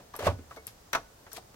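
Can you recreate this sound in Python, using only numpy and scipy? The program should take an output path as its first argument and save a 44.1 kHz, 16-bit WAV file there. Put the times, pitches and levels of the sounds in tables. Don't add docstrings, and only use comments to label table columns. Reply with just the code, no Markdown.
import sys
import numpy as np
from scipy import signal
from scipy.fft import rfft, irfft, next_fast_len
from scipy.io import wavfile

SR = 44100
rng = np.random.default_rng(int(sys.argv[2]) if len(sys.argv) > 2 else 0)


def inscribe(sig):
    pcm = np.round(np.clip(np.atleast_2d(sig).T, -1, 1) * 32767)
    wavfile.write(sys.argv[1], SR, pcm.astype(np.int16))


N = 68355
BANDS = 25 * 2 ** (np.arange(29) / 3)
HIT_SIZE = 16384
AGE = np.arange(HIT_SIZE) / SR
LEVEL_S = .015
PORT_LAG_S = .00011
KNOCK_ALIKE_HZ, ALIKE_BELOW_HZ, ROOM_ALIKE_HZ = 1910, 2200, 370


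def undb(db):
    return 10 ** (np.asarray(db) / 20)


def decay(t60):
    return np.exp(-np.log(1000) * AGE / t60)


def add(out, at, x):
    i = int(at * SR)
    out[:, i:i + x.shape[1]] += x[:, :N - i]


def strike_level(x, db):
    return x * undb(db) / np.sqrt(np.sum(x ** 2) / (2 * LEVEL_S * SR))


def pan(db):
    return undb(np.array([[db], [-db]]) / 2)


def colour(points):
    hz, db = np.array(points, float).T
    return undb(np.interp(np.log(BANDS), np.log(hz), db))


def hump(hz, low_fall, high_fall):
    octaves = np.log2(BANDS / hz)
    return undb(np.minimum(low_fall * octaves, -high_fall * octaves))


def band_noise(size, alike_hz):
    hz = np.arange(size // 2 + 1) * SR / size + 1
    mid, side = rfft(rng.standard_normal((2, size)))
    alike = 1 / (1 + (hz / alike_hz) ** 3)
    both = mid * np.sqrt(1 + alike) + side * np.sqrt(1 - alike) * np.array([[1], [-1]])
    both[1] *= np.exp(-2j * np.pi * hz * PORT_LAG_S)
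    distance = np.abs(np.log(hz / BANDS[:, None])) / np.log(BANDS[1] / BANDS[0])
    windows = np.maximum(1 - distance, 0)
    x = irfft(windows[:, None] * both, size)
    return x / x.std(axis=(1, 2), keepdims=True)


def crack(gains, t60, alike_hz):
    rise_s, rise_cycles, treble_damp = 0.000067, 0.4, 0.19
    hz = BANDS[:, None, None]
    attack = -np.expm1(-AGE / (rise_s + rise_cycles / hz))
    fall = decay(t60 / (hz / 1000) ** treble_damp)
    bands = band_noise(HIT_SIZE, alike_hz) * attack * fall
    return strike_level(np.tensordot(gains / bands.std(axis=(1, 2)), bands, 1), 0)


def ring(modes, gains=None, spread=1):
    out = 0
    for hz, db, t60 in modes:
        detune, skew = rng.standard_normal(2)
        weight = 1 if gains is None else np.interp(hz, BANDS, gains)
        side_skew = spread * skew * min((hz / KNOCK_ALIKE_HZ) ** 2, 2)
        side_phase = (side_skew + 2 * np.pi * hz * PORT_LAG_S) * np.array([[.5], [-.5]])
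        start = rng.uniform(0, 2 * np.pi) * spread
        wave = np.sin(2 * np.pi * hz * (1 + .002 * detune) * AGE + side_phase + start)
        attack = -np.expm1(-AGE * hz)
        out = out + weight * undb(db) * wave * decay(t60) * attack
    return strike_level(out, 0)


def resonate(x, peaks):
    out = 0
    for hz, width, db in peaks:
        b, a = signal.iirpeak(hz, hz / width, fs=SR)
        once = signal.lfilter(b, a, x)
        out = out + undb(db) * signal.lfilter(b, a, once)
    return strike_level(out, 0)


def chatter(t60):
    return rng.standard_normal((2, HIT_SIZE)) * decay(t60) + 1e-18


def knocks():
    # (time [s], level [dB], centre [Hz], fall below it [dB/octave],
    # fall above it [dB/octave], t60 of the crack [s], case ring against the crack [dB])
    stops = [(0.1395, -40.5, 1172, 7, 15.5, 0.065, -32), (0.1515, -44, 735, 11, 2.5, 0.15, -13),
             (0.1894, -37.5, 441, 22.5, 1.5, 0.063, -24), (0.2055, -37, 606, 7, 24, 0.017, -23),
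             (0.2180, -37, 570, 8, 5.5, 0.16, -1), (0.233, -37.5, 555, 12.5, 13.5, 0.068, -11),
             (0.245, -34.5, 586, 9.5, 3, 0.18, -19), (0.2673, -20, 575, 22, 5, 0.13, -9.5),
             (0.2727, -27, 609, 11, 10, 0.047, -12), (0.2775, -30.5, 1093, 18.5, 10.5, 0.073, -1.5),
             (0.3094, -42.5, 766, 3.5, 8, 0.045, -28), (0.324, -46.5, 288, 8, 14, .12, -33),
             (0.385, -45.5, 266, 13, 4.5, 0.11, -12), (0.5088, -43.5, 1282, 8, 13.5, 0.11, -7),
             (0.5674, -43.5, 470, 13, 5, 0.064, 1.5), (0.9314, -27.5, 1790, 7.5, 7, 0.1, -16),
             (0.9472, -30.5, 1280, 5, 4, 0.15, 1.5), (0.9493, -26, 1198, 11, 9.5, 0.059, -4),
             (0.9505, -28.5, 676, 19, 3.5, 0.071, 0), (1.2649, -50.5, 1555, 4, 10, 0.11, -18),
             (1.3305, -51.5, 1180, 0.5, 31, 0.068, 15), (1.376, -43.5, 749, 9, 7.5, 0.056, -6),
             (1.5420, -55.5, 530, 6, 2, 0.037, -16)]
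    # (frequency before detuning [Hz], level before the blow's colour [dB], t60 [s])
    case_modes = [(441, -2, .15), (460, -7, .11), (581, -9, .15), (622, -2, .09), (672, 1, .1),
                  (786, -7, .12), (884, -7, .13), (947, -5, .1), (1001, -6, .1), (1114, -1, .13),
                  (1215, -4, .08), (1320, -1, .09), (1485, -13, .33), (1720, -9, .12)]
    # (frequency before detuning [Hz], relative level [dB], t60 [s])
    ping_modes = [(2190, -0.57, 0.15), (2080, -1.7, 0.096)]
    note_db, note_t60_s = -3, 0.043
    note_fall = 18.74
    rise_s = .001
    out = np.zeros((2, N))
    for at, db, hz, low_fall, high_fall, t60, ring_db in stops:
        gains = hump(hz, low_fall, high_fall)
        clearness = ((low_fall + high_fall) / note_fall) ** 2
        note = undb(note_db) * clearness * ring([(hz, 0, note_t60_s)])
        case = undb(ring_db) * ring(case_modes, gains)
        blow = note + crack(gains, t60, KNOCK_ALIKE_HZ) + case
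        add(out, at, strike_level(blow * -np.expm1(-AGE / rise_s), db))
    add(out, .573, undb(-50.5) * ring(ping_modes))
    add(out, 0, undb(-49.5) * crack(hump(600, 3.2, 5.1), .16, KNOCK_ALIKE_HZ))
    return out


def snaps():
    # (time [s], level of the crack before panning [dB], t60 at 1 kHz [s],
    # left over right [dB], spring buzz against the crack [dB], tilt [dB/octave])
    releases = [(0.137, -53, 0.12, 14.5, -14, -3), (0.1935, -53, 0.012, 2, -5, 1),
                (0.5625, -53.5, 0.06, 10, -9.5, -1.5), (0.9279, -62, 0.0092, -8, -13, 10),
                (0.9304, -37.5, 0.033, 9.5, -2.5, 0.5), (0.9500, -39.5, 0.021, 7, -4, -1.5),
                (1.3167, -56, 0.037, 7, 0, 0)]
    # (frequency [Hz], level per band [dB])
    snap_colour = [(500, -19), (1500, 6.5), (2700, -15), (4200, 6.5), (6000, -21), (7200, 2), (8700, -2.5),
                   (10500, -7.5), (13000, 1), (16000, -1)]
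    # (frequency [Hz], width of one filter pass [Hz], level [dB])
    spring_peaks = [(4250, 300, -10), (5820, 430, 0), (6920, 250, -10)]
    out = np.zeros((2, N))
    for at, db, t60, pan_db, buzz_db, tilt in releases:
        gains = colour(snap_colour) * undb(tilt * np.log2(BANDS / 1000))
        buzz = undb(buzz_db) * resonate(chatter(.075), spring_peaks)
        add(out, at, undb(db) * pan(pan_db) * (crack(gains, t60, ALIKE_BELOW_HZ) + buzz))
    return out


def scrapes():
    # (start [s], end [s], noise level before stroke shape and panning [dB], rise over the stroke [dB],
    # release time constant [s], centre [Hz], left over right [dB])
    strokes = [(0.192, 0.266, -42.5, 0, 0.021, 1430, 3), (0.25, 0.274, -35.5, 0.5, 0.0027, 2000, -2),
               (0.291, 0.326, -51.5, -6, 0.015, 1800, 0), (0.502, 0.554, -61, -1.5, .01, 5460, 3),
               (0.669, 0.689, -50.5, -5, 0.018, 4670, 0), (1.318, 1.366, -49, 3.5, 0.015, 5800, 4),
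               (1.362, 1.373, -43, -4, 0.01, 4200, 4.5)]
    slips_per_s, rough_db, slip_s = 800, 2, .003
    low_fall, high_fall = 3.66, 3.6
    out = np.zeros((2, N))
    for start, end, db, rise_db, release, hz, pan_db in strokes:
        length = end - start
        swell = undb(rise_db * np.minimum(AGE / length - 1, 0))
        stroke = swell * np.exp(-np.maximum(AGE - length, 0) / release)
        sizes = undb(rough_db * rng.standard_normal(HIT_SIZE))
        slips = (rng.random(HIT_SIZE) < slips_per_s / SR) * sizes
        grip = np.sqrt(signal.lfilter([1], [1, -np.exp(-1 / (slip_s * SR))], slips ** 2))
        noise = np.tensordot(hump(hz, low_fall, high_fall), band_noise(HIT_SIZE, ALIKE_BELOW_HZ), 1)
        rub = grip * noise
        add(out, start, undb(db) * pan(pan_db) * stroke * rub / rub.std())
    return out


def ticks():
    # (time [s], level before panning [dB], t60 of the noise burst [s], left over right [dB],
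    # rattle against the tick [dB])
    latch_ticks = [(0.1633, -46.5, .007, 7.5, -3), (0.6687, -44, 0.0018, 8.5, -5),
                   (1.3312, -46.5, 0.0077, 11, -3)]
    # (frequency [Hz], width of one filter pass [Hz], level [dB])
    latch_peaks = [(5600, 500, -7.5), (8440, 3100, -10), (11600, 1240, 2), (13600, 1300, -18)]
    rattle_t60_s, rattle_pan_db = 0.078, 8
    echo_s, echo_db, echo_pan_db = .0038, -11, -1
    out = np.zeros((2, N))
    for at, db, t60, pan_db, rattle_db in latch_ticks:
        tick = undb(db) * resonate(chatter(t60), latch_peaks)
        rattle = undb(db + rattle_db) * resonate(chatter(rattle_t60_s), latch_peaks)
        add(out, at, pan(pan_db) * tick + pan(rattle_pan_db) * rattle)
        add(out, at + echo_s, undb(echo_db) * pan(echo_pan_db) * tick)
    return out


def bench():
    # (time [s], level before panning [dB], pitch before slight detuning [Hz], t60 [s],
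    # overtone against the low mode [dB])
    jolts = [(0.2253, -37, 89.2, 0.25, -13), (0.2655, -28.5, 94.4, 0.076, -2.5),
             (0.2872, -27.5, 95.5, 0.063, -14), (0.35, -43, 78, 0.39, -27),
             (0.6700, -54.5, 108, 0.095, -10)]
    out = np.zeros((2, N))
    for at, db, hz, t60, overtone_db in jolts:
        modes = [(hz, 0, t60), (hz * 1.6, overtone_db, t60)]
        add(out, at, undb(db) * ring(modes, spread=0))
    return out * pan(-5)


def room(x):
    # (frequency [Hz], level per band [dB])
    wall_colour = [(100, 14), (500, 4.5), (1500, -1.5), (5000, 9.5), (11000, 7), (16000, -5)]
    room_db, t60_s, gap_s = -15.5, 0.25, 0.007
    tail = np.tensordot(colour(wall_colour) * np.sqrt(BANDS), band_noise(HIT_SIZE, ROOM_ALIKE_HZ), 1)
    fade_in = np.clip(AGE / gap_s - .5, 0, 1)
    tail = tail * decay(t60_s) * fade_in
    tail = tail / np.sqrt(np.sum(tail ** 2) / 2)
    return undb(room_db) * signal.fftconvolve(x.mean(axis=0)[None], tail, axes=1)[:, :N]


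def hiss():
    # (frequency [Hz], relative level per band [dB])
    hiss_colour = [(25, -6.5), (60, 2.5), (110, 2), (250, -1), (600, 5), (1200, 2.5), (2500, -2), (4000, 0),
                   (6000, 3.5), (10000, -1.5), (15000, 1)]
    hiss_db, waver_db = -56, 0.5
    knots = rng.standard_normal((len(BANDS), 20))
    places = np.linspace(0, 19, N)
    waver = np.array([np.interp(places, np.arange(20), k) for k in knots])
    bands = band_noise(next_fast_len(N), ROOM_ALIKE_HZ)[..., :N]
    x = np.tensordot(colour(hiss_colour), bands * undb(waver_db * waver)[:, None], 1)
    return undb(hiss_db) * x / x.std()


def scene():
    direct = knocks() + snaps() + scrapes() + ticks() + bench()
    return direct + room(direct) + hiss()


def record(dry):
    return signal.sosfilt(signal.ellip(8, .2, 70, 16000, fs=SR, output="sos"), dry)


dry = scene()
out = record(dry)
inscribe(out)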